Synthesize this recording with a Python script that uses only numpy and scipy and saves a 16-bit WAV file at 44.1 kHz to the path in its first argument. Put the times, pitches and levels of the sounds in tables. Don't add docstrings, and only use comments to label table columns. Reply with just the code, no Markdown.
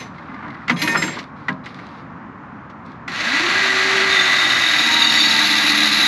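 import sys
import numpy as np
from scipy.fft import rfft, irfft, next_fast_len
from scipy.io import wavfile
from scipy.ndimage import uniform_filter1d, minimum_filter1d, map_coordinates

SR = 44100
rng = np.random.default_rng(int(sys.argv[2]) if len(sys.argv) > 2 else 0)


def store_pcm(level_fs):
    pcm = np.round(np.clip(level_fs, -1, 1) * 32767).astype(np.int16)
    wavfile.write(sys.argv[1], SR, np.atleast_2d(pcm).T)


N = 267687
TIME = np.arange(N) / SR

# pitch_hz, level_db
AIR_SPECTRUM = [(20, -36), (30, -37), (48, -22), (66, -9.5), (80, -7.5), (100, -4.5), (155, -0.5),
                (200, -1), (256, 1), (340, -9), (420, -14), (665, -13), (1110, -6), (1850, -15.5),
                (3300, -36.5), (7000, -52), (12000, -87)]
# start_s, length_s, level_db
BRUSHES = [(0, 0.0073, -34.5), (0.14, 0.55, -53.5), (0.76, 0.4, -31.5), (1.36, 0.18, -53.5),
           (1.637, 0.064, -43), (1.745, 0.25, -49), (2.85, 0.073, -52.5)]
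# pitch_hz, level_db
RUSTLE_SPECTRUM = [(40, -13), (200, 3), (600, -2), (1200, -13), (2100, 0), (3000, -10), (3900, -6.5),
                   (6000, -21), (8900, -39), (11000, -28), (13000, -62)]
# pitch_hz, level_db
LINER_SPECTRUM = [(100, -16), (220, 0), (450, -15), (1200, 2), (1900, -3), (3000, -21), (8000, -56)]
# middle_s, length_s, level_db
SKIDS = [(0.838, 0.065, -37), (0.89, .06, -45), (1.05, .09, -46)]
# pitch_hz, level_db
SKID_SPECTRUM = [(3000, -40), (6300, 7), (8000, -14), (9600, -2), (12500, 0), (13500, -11)]
# start_s, level_db, pitch_hz
TICKS = [(.024, -24, 2060), (.062, -39, 2130), (.182, -26, 2080), (.223, -33, 2040), (.226, -49, 3830),
         (.342, -25, 2060), (.358, -35, 1550), (.479, -25, 1870), (.502, -23.5, 2090), (.545, -26, 2000),
         (.617, -32, 2000)]
# start_s, level_db
SNAPS = [(1.229, -33.5), (1.241, -35), (1.528, -38), (1.659, -29), (1.745, -35), (1.868, -37), (2.863, -42),
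         (2.919, -44), (3.082, -25)]
# pitch_hz, level_db
SNAP_SPECTRUM = [(500, -25), (2000, 8), (4200, 9), (7000, -12.5), (11000, -24), (13000, -28)]
# start_s, level_db, pitch_hz
THUDS = [(.701, -10.5, 241.6), (0.735, -13, 175), (0.82, -16.5, 296), (1.025, -19.5, 302),
         (1.496, -23, 200.4)]
# start_s, level_db, rise_s, boom_db, brightness_db_per_octave
KNOCKS = [(0.68, -18, 0.00059, -9, 2.5), (0.696, -8, 0.00042, -16, 0), (0.702, -16, 0.0019, -6.5, 0),
          (.816, -11, 0.0043, -9.5, 12), (.857, -27, .0005, -5, 9), (.875, -13, 0.0011, -7, 2),
          (0.914, -26, 0.0041, 3, 25), (0.945, -9, 0.0048, -28, -6), (.957, -11.5, 0.0013, -9, -5),
          (1.018, -5.5, 0.011, -15.5, 3), (1.078, -19.5, 0.00052, -28, 0.5),
          (1.165, -21, 0.0032, -9.5, -19), (1.184, -19.5, 0.0087, -29, 7.5), (1.483, -15, 0.00041, -6, -2),
          (1.663, -29.5, 0.00035, -24, 2), (1.787, -30, 0.0042, -19, 0), (2.698, -44, 0.00036, -17, 7),
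          (3.078, -21.5, 0.00074, -8.5, 3)]
# pitch_hz, level_db
KNOCK_SPECTRUM = [(180, -51), (300, -13), (692, -16), (1280, -7.5), (1430, 0.5), (1780, -8), (1990, 1),
                  (2640, -12), (4240, -20), (7730, -39.5), (9190, -67), (11100, -40), (13000, -58)]
# pitch_hz, level_db, ring_s
TAILGATE_MODES = [(154, -0.5, 0.33), (196.5, 0.5, 0.39), (245, -3.5, 0.57), (301.3, 4, 0.27),
                  (330.4, 2.5, 0.24), (398, -6, 0.28), (557, -3.5, 0.32), (747, -6, 0.3), (954, -0.5, 0.22),
                  (1000, 7, 0.18), (1256, 1, 0.2), (1540, -9, 0.073), (1870, 8.5, 0.093)]
# pitch_hz, level_db, ring_s
BLADE_MODES = [(1580, -9, 0.4), (1825, 1, 0.95), (2089, -4, 0.7), (2234, -3, .5), (2500, -1, 0.68),
               (2870, -2, 0.3), (3295, -8, 0.18), (3898, -9, .6), (4130, 2, 0.16), (5175, -7, 0.38),
               (6030, -16, .6), (6275, -4, 0.42), (6551, -12, .6), (7084, -18, 0.73), (7477, -11, 0.6),
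               (8274, -25, 0.9), (9550, -10, 0.35), (10070, -15, 0.65), (10890, -10, 0.42),
               (11460, -8, 0.35), (11950, -14, 0.3), (12540, -10, 0.35), (13108, -14, 0.45)]
# start_s, level_db, boosted_pitch_hz, boost_db, share_of_ring_time, rise_s
BLADE_JARS = [(0, -42, 6030, 17, 0.4, 0.00067), (0.701, -43, 2130, 19, 0.76, 0.0014),
              (0.765, -35, 3295, 22, 0.62, 0.014), (0.787, -33, 5179, 3, 0.83, 0.0055),
              (.817, -30.5, 11200, 16, 1, 0.0012), (.875, -30.5, 1825, 9.5, 1, 0.0012),
              (0.968, -38, 5179, 20, 0.7, 0.0008), (0.974, -37, 7477, 14, 1, 0.0011),
              (1.021, -36, 6400, 9.5, 0.8, 0.0011)]
# pitch_hz, left_minus_right_db
BLADE_PAN = [(7000, 0), (9500, 0.5), (12000, -6)]
# pitch_hz, width_hz, level_db
HOUSING_MODES = [(791, 10.6, -8.5), (1326, 104, -20.5), (1652, 31, -2), (1976, 46, 5.5), (2195, 43, -10),
                 (2820, 30, -21)]
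# start_s, level_db, boosted_pitch_hz
HOUSING_JOLTS = [(.68, -20, 1990), (1.483, -12, 2000), (1.487, -11.5, 1600), (3.081, -22, 1960),
                 (3.271, -11, 1640), (3.317, -12, 1990), (3.554, -10, 1633), (3.583, -17, 1950),
                 (4.174, -9, 1960), (4.307, -8, 1960), (4.371, -18, 1640), (4.532, -5.5, 2000),
                 (5.334, -7, 1950), (5.386, -8, 1970)]
# pitch_hz, width_hz, boost_db
THIRD_HARMONIC_PEAKS = [(936, 36, 14), (890, 13, 12)]
# pitch_hz, level_db
GEAR_SPECTRUM = [(60, -29), (170, -18), (310, -4.5), (470, -16.5), (560, -6.5), (1000, -5.5), (1220, 2),
                 (2200, 3), (3150, -5), (4100, 0.5), (5250, -14), (5950, -11.5), (7350, -20), (8870, -49),
                 (11100, -19.5), (13400, -68)]
# pitch_hz, width_hz, level_db
BOARD_MODES = [(195, 3.3, -2.5), (298.5, 13, 4)]
# pitch_hz, width_hz, level_db
HELD_BLADE_MODES = [(3000, 93, 4), (5270, 90, -2), (6530, 130, -8)]
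# pitch_hz, width_hz, level_db
PINCHED_BLADE_MODES = [(2805, 140, 2), (4520, 230, 4.5), (5460, 190, 0), (6850, 250, -1)]
# middle_s, length_s, pitch_hz, level_db
SQUEALS = [(4.135, .03, 3720, -20), (4.203, 0.022, 3590, -12.5), (4.228, .018, 6640, -27),
           (4.248, .01, 3720, -15), (4.357, .018, 3770, -16), (4.449, .018, 3710, -15),
           (4.517, .02, 3750, -16.5), (4.97, .14, 3870, -19), (5.04, .22, 2850, -27),
           (5.06, 0.13, 3730, -17.5), (5.05, 0.05, 4580, -24), (5.15, .28, 4540, -30),
           (5.213, 0.04, 3630, -13), (5.208, 0.046, 4590, -18.5), (5.268, 0.07, 4500, -20),
           (5.462, 0.03, 4420, -21), (5.828, .02, 3950, -17), (6.02, 0.04, 3944, -15)]
# pitch_hz, level_db
RASP_SPECTRUM = [(60, -60), (200, -43), (500, -40), (750, -14), (1500, -56), (2400, 0.5), (3200, -9.5),
                 (3900, 7), (4500, -4.5), (5050, -8.5), (5700, -14.5), (6900, -13.5), (8000, -30),
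                 (9500, -29.5), (10900, -10), (12800, -22), (14000, -11)]
# time_s, load_0_to_1
LOAD = [(4.1, 0), (4.3, .12), (4.5, .27), (4.65, .5), (4.85, .7), (5.1, .78), (5.32, .9), (6.07, 1)]
# delay_s, gain
ECHOES = [(.00109, 0.12), (.0030, 0.0064), (.00435, .14), (.0068, 0.11)]
# pitch_hz, side_db
SAW_WIDTH = [(80, -16), (300, -40), (650, -30.5), (2000, -60.5), (4000, -46.5), (7000, -31), (11000, -11)]
# pitch_hz, side_db
BACKGROUND_WIDTH = [(2500, -71), (4000, -39), (7000, -29), (11000, -8)]
# pitch_hz, gain_db
MICROPHONE = [(8000, 0), (8750, -3), (9020, -14), (9250, -7), (10000, -2.5), (13000, -11.5), (13500, -18)]

TRIGGER_S, RUN_UP_S = 3.08, 0.55
FREE_HZ, SAG_HZ = 384, 96
GEAR_RATIO = 8.1
BITE_S, BITE_RISE_S = 4.077, 0.064
PINCH_S = 5.2
STROKE_DB = 4


def amp(db):
    return 10 ** (np.asarray(db) / 20)


def unit(x):
    return x / np.sqrt(np.mean(x ** 2) + 1e-20)


def along(points, hz):
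    pitches, values = np.transpose(points)
    return np.interp(np.log(hz + 1), np.log(pitches + 1), values)


def ramp(start_s, length_s):
    return np.clip((TIME - start_s) / length_s, 0, 1)


def bell(x, centre, width):
    return np.exp(-(2 * (x - centre) / width) ** 2)


def wobble(per_s):
    return map_coordinates(rng.standard_normal(int(N * per_s / SR) + 4), [TIME * per_s])


def grains(per_s, spread_db):
    size = amp(spread_db * np.clip(rng.standard_normal(N), -2, 2))
    return unit((rng.random(N) < per_s / SR) * rng.uniform(-0.64, 1, N) * size)


def filtered(x, response):
    size = x.shape[-1]
    padded = next_fast_len(size + SR // 4)
    return irfft(rfft(x, padded) * response(np.fft.rfftfreq(padded, 1 / SR)), padded)[..., :size]


def coloured(x, spectrum):
    return unit(filtered(x, lambda hz: amp(along(spectrum, hz))))


def resonate(x, modes):
    def response(f):
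        return sum(amp(db) * 1j * f * width / (hz * hz - f * f + 1j * f * width)
                   for hz, width, db in modes)
    return unit(filtered(x, response))


def phase_of(hz):
    return 2 * np.pi * np.cumsum(hz) / SR


def fuzzy_tone(hz, width_hz):
    angle = phase_of(hz)
    return unit(wobble(width_hz) * np.sin(angle) + wobble(width_hz) * np.cos(angle))


def ring(modes, t):
    hz, db, ring_s = np.transpose(modes)[:, :, None]
    fade = amp(db + 2 * rng.standard_normal(hz.shape) - 60 * t / ring_s)
    return np.sum(fade * np.sin(2 * np.pi * (hz * t + rng.random(hz.shape))), axis=0)


def boosted(modes, centre_hz, boost_db, reach_octaves=0.041):
    return [(hz, db + boost_db * np.exp(-(np.log2(hz / centre_hz) / reach_octaves) ** 2), ring_s)
            for hz, db, ring_s in modes]


def add(track, start_s, sound):
    part = track[max(round(start_s * SR), 0):][:len(sound)]
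    part += sound[:len(part)]


def reflected(x):
    return filtered(x, lambda hz: 1 + sum(gain * np.exp(-2j * np.pi * hz * s) for s, gain in ECHOES))


def spread(mid, width):
    side = filtered(mid * wobble(160), lambda hz: amp(along(width, hz)))
    return np.array([mid + side, mid - side])


def open_air():
    return amp(-36.5 + 0.6 * wobble(7)) * coloured(rng.standard_normal(N), AIR_SPECTRUM)


def brushing(rise_s=0.0038, fade_db_per_s=195):
    strokes = sum(ramp(s, rise_s) * amp(db - fade_db_per_s * np.maximum(TIME - s - length_s, 0))
                  for s, length_s, db in BRUSHES)
    friction = rng.standard_normal(N) + 0.3 * grains(per_s=160, spread_db=2.5)
    return strokes * coloured(friction, RUSTLE_SPECTRUM)


def scrapes():
    slide = coloured(grains(per_s=1300, spread_db=3.5), LINER_SPECTRUM)
    sizzle = coloured(grains(per_s=3700, spread_db=5), SKID_SPECTRUM)
    skids = sum(amp(db) * bell(TIME, s, length_s) for s, length_s, db in SKIDS)
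    return amp(-38) * bell(TIME, 0.48, 0.55) * slide + skids * sizzle


def ticks_and_snaps(tick_ring_s=0.035, tick_rise_s=0.0024, snap_ring_s=0.013):
    out, t = np.zeros(N), np.arange(SR // 10) / SR
    for s, db, hz in TICKS:
        noise = coloured(rng.standard_normal(len(t)), SNAP_SPECTRUM)
        note = np.sin(2 * np.pi * hz * t) + amp(-15) * noise
        add(out, s, amp(db - 60 * t / tick_ring_s) * (1 - np.exp(-t / tick_rise_s)) * note)
    for s, db in SNAPS:
        noise = coloured(rng.standard_normal(len(t)), SNAP_SPECTRUM)
        add(out, s, amp(db - 60 * t / snap_ring_s) * noise)
    return out


def board_thuds(rise_s=0.013, ring_s=0.19):
    out, t = np.zeros(N), np.arange(SR // 4) / SR
    for s, db, hz in THUDS:
        add(out, s, amp(db - 60 * t / ring_s) * (1 - np.exp(-t / rise_s)) * np.sin(2 * np.pi * hz * t))
    return out


def drag_bumps(count=6, span_s=(0.17, 0.55), rise_s=0.024, boom_db=-5.5, brightness=-7):
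    chance = rng.random((count, 2))
    times = np.interp((np.arange(count) + chance[:, 0]) / count, [0, 1], span_s)
    levels_db = -24.5 - 5 * (2 * chance[:, 1] - 1)
    return [(s, db, rise_s, boom_db, brightness) for s, db in zip(times, levels_db)]


def knocks(clack_ring_s=0.083, detune=0.075):
    out, t = np.zeros(N), np.arange(SR // 2) / SR
    for s, db, rise_s, boom_db, brightness in KNOCKS + drag_bumps():
        def colour(hz):
            octaves = np.clip(np.log2((hz + 1) / 2000), -1, 1.5)
            return amp(along(KNOCK_SPECTRUM, hz) + brightness * octaves)
        clack = unit(filtered(rng.standard_normal(len(t)), colour)) * amp(-60 * t / clack_ring_s)
        modes = [(hz * np.exp(detune * rng.standard_normal()), mode_db, ring_s)
                 for hz, mode_db, ring_s in TAILGATE_MODES]
        boom = amp(boom_db - 5.5) * ring(modes, t) * (1 - np.exp(-t / 0.019))
        add(out, s, amp(db) * (clack + boom) * (1 - np.exp(-t / rise_s)))
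    return out


def blade_ring(flutter_per_s=110, settle_s=1.126, settle_db_per_s=252):
    out, t = np.zeros(N), np.arange(SR // 2) / SR
    for s, db, centre_hz, boost_db, share, rise_s in BLADE_JARS:
        for hz, mode_db, ring_s in boosted(BLADE_MODES, centre_hz, boost_db):
            flutter_db = 3 * np.interp(t * flutter_per_s, np.arange(len(t)), rng.standard_normal(len(t)))
            note = ring([(hz, mode_db, share * ring_s)], t)
            add(out, s, amp(db + flutter_db) * note * (1 - np.exp(-t / rise_s)))
    return out * amp(-settle_db_per_s * np.maximum(TIME - settle_s, 0))


def housing_clacks():
    out, t = np.zeros(N), np.arange(SR // 8) / SR
    modes = [(hz, db, np.log(1000) / (np.pi * width)) for hz, width, db in HOUSING_MODES]
    for s, db, hz in HOUSING_JOLTS:
        clack = ring(boosted(modes, hz, boost_db=12), t) * (1 - np.exp(-t / 0.0024))
        add(out, s, amp(db - 3) * clack / np.abs(clack).max())
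    return out


def speed_db(speed_hz, db_per_tenfold):
    return db_per_tenfold * np.log10(np.maximum(speed_hz / FREE_HZ, 0.1))


def motor_hum(shaft, speed_hz, load):
    growth_db = speed_db(speed_hz, db_per_tenfold=29)
    swell_db = 7 * bell(TIME, 3.95, 0.4)
    peaks_db = sum(db * bell(3 * speed_hz, hz, width) for hz, width, db in THIRD_HARMONIC_PEAKS)
    third = np.sin(3 * shaft + 0.25 * wobble(60))
    hum_db = -32.5 + growth_db - 11 * load + swell_db + 1.2 * wobble(35)
    hum = amp(hum_db) * np.sin(shaft + 0.14 * wobble(50))
    hum += amp(-43 + growth_db + peaks_db + 2.2 * wobble(30)) * third
    shudder = amp(-29) * bell(TIME, 3.48, 0.31) * fuzzy_tone(speed_hz, width_hz=61)
    return np.sqrt(2) * hum + shudder


def gear_rattle(shaft, speed_hz, load, wear_points=1100):
    throb = amp(1.6 * np.sin(shaft) + wobble(80))
    hiss = rng.standard_normal(N)
    position = shaft / GEAR_RATIO / (2 * np.pi) % 1
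    wear = unit(np.interp(position, np.arange(wear_points) / wear_points,
                          rng.standard_normal(wear_points)))
    impacts = grains(per_s=2500, spread_db=3)
    rattle = coloured(throb * (hiss + 0.35 * wear + 0.74 * impacts), GEAR_SPECTRUM)
    housing = resonate(throb * grains(per_s=3000, spread_db=1.5), HOUSING_MODES)
    level_db = -16 + speed_db(speed_hz, db_per_tenfold=15) - 0.6 * load
    return amp(level_db) * (amp(-2.5) * rattle + amp(-6.5) * housing)


def drive_knocks(cycle, load, return_db=-5):
    stroke = np.floor(cycle / np.pi)
    hits = np.diff(stroke, prepend=0) * amp(return_db * (stroke % 2) + 3 * wobble(60))
    running_share = np.mean(TIME > TRIGGER_S)
    knocking = resonate(hits, HOUSING_MODES) * np.sqrt(running_share)
    level_db = -28.5 + 6 * ramp(BITE_S, BITE_RISE_S) - 3 * load
    return amp(level_db) * ramp(TRIGGER_S, RUN_UP_S) * knocking


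def board_drone(cycle, load, bursts):
    sixth = amp(5.5 + 2.8 * wobble(8.8)) * np.sin(6 * cycle)
    ninth = amp(0.5 + 0.88 * wobble(26)) * np.sin(9 * cycle)
    rumble = amp(4.5) * resonate(bursts * rng.standard_normal(N), BOARD_MODES)
    return amp(-53 + 17 * load) * (sixth + ninth + rumble)


def blade_song(cycle, load, bursts):
    damping_db = -28 * ramp(start_s=5.3, length_s=0.25)
    tone = unit(amp(STROKE_DB * np.sin(cycle))) * fuzzy_tone(3630 + 203.5 * load, width_hz=190)
    held = resonate(bursts * rng.standard_normal(N), HELD_BLADE_MODES)
    song = amp(-26.5 + 4.5 * load + damping_db) * (tone + amp(-11.5) * held)
    screech = amp(-45 + 10.5 * load + damping_db) * fuzzy_tone(np.full(N, 6635), width_hz=90)
    pinched = resonate(bursts * rng.standard_normal(N), PINCHED_BLADE_MODES)
    pinched = resonate(pinched, PINCHED_BLADE_MODES)
    return song + screech + amp(-24.5) * bell(TIME, PINCH_S, 0.34) * pinched


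def blade_squeals(cycle, waver_hz=48):
    out, pulse_db = np.zeros(N), STROKE_DB * np.sin(cycle)
    for s, length_s, hz, db in SQUEALS:
        swell = amp(db + pulse_db + 1.5 * wobble(130)) * bell(TIME, s, length_s)
        out += swell * np.sin(phase_of(hz + waver_hz * wobble(200)))
    return out


def cutting(cycle, load):
    bursts = unit(amp(np.sin(cycle) + 1.7 * np.sin(2 * cycle) + np.sin(3 * cycle) + 1.45 * wobble(45)))
    tearing = bursts * (rng.standard_normal(N) + grains(per_s=3000, spread_db=0))
    rasp_db = -29.5 + 13 * load + 1.5 * bell(TIME, PINCH_S, 0.2)
    rasp = amp(rasp_db) * coloured(tearing, RASP_SPECTRUM)
    ringing = blade_song(cycle, load, bursts) + board_drone(cycle, load, bursts)
    return ramp(BITE_S, BITE_RISE_S) * (rasp + ringing)


def scene():
    load = np.interp(TIME, *np.transpose(LOAD))
    speed_hz = FREE_HZ * (1 - (1 - ramp(TRIGGER_S, RUN_UP_S)) ** 2) - SAG_HZ * load
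    shaft = phase_of(speed_hz * (1 + 0.0087 * wobble(22)))
    cycle = shaft / GEAR_RATIO
    clacks = housing_clacks()
    motor = motor_hum(shaft, speed_hz, load) + gear_rattle(shaft, speed_hz, load)
    running = motor + drive_knocks(cycle, load) + cutting(cycle, load) + blade_squeals(cycle)
    saw = clacks + running * (TIME > TRIGGER_S)
    impacts = reflected(knocks() + board_thuds())
    background = impacts + ticks_and_snaps() + scrapes() + brushing() + open_air()
    steel = filtered(blade_ring(), lambda hz: amp(np.outer([0.5, -0.5], along(BLADE_PAN, hz))))
    return spread(reflected(saw), SAW_WIDTH) + spread(background, BACKGROUND_WIDTH) + steel


def record(dry, ceiling=0.78, top_hz=13700):
    needed_gain = np.minimum(1, ceiling / (np.abs(dry).max(axis=0) + 1e-9))
    smooth_gain = uniform_filter1d(minimum_filter1d(needed_gain, size=181), size=181)
    return filtered(dry * smooth_gain, lambda hz: amp(along(MICROPHONE, hz)) * (hz < top_hz))


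dry = scene()
out = record(dry)
store_pcm(out)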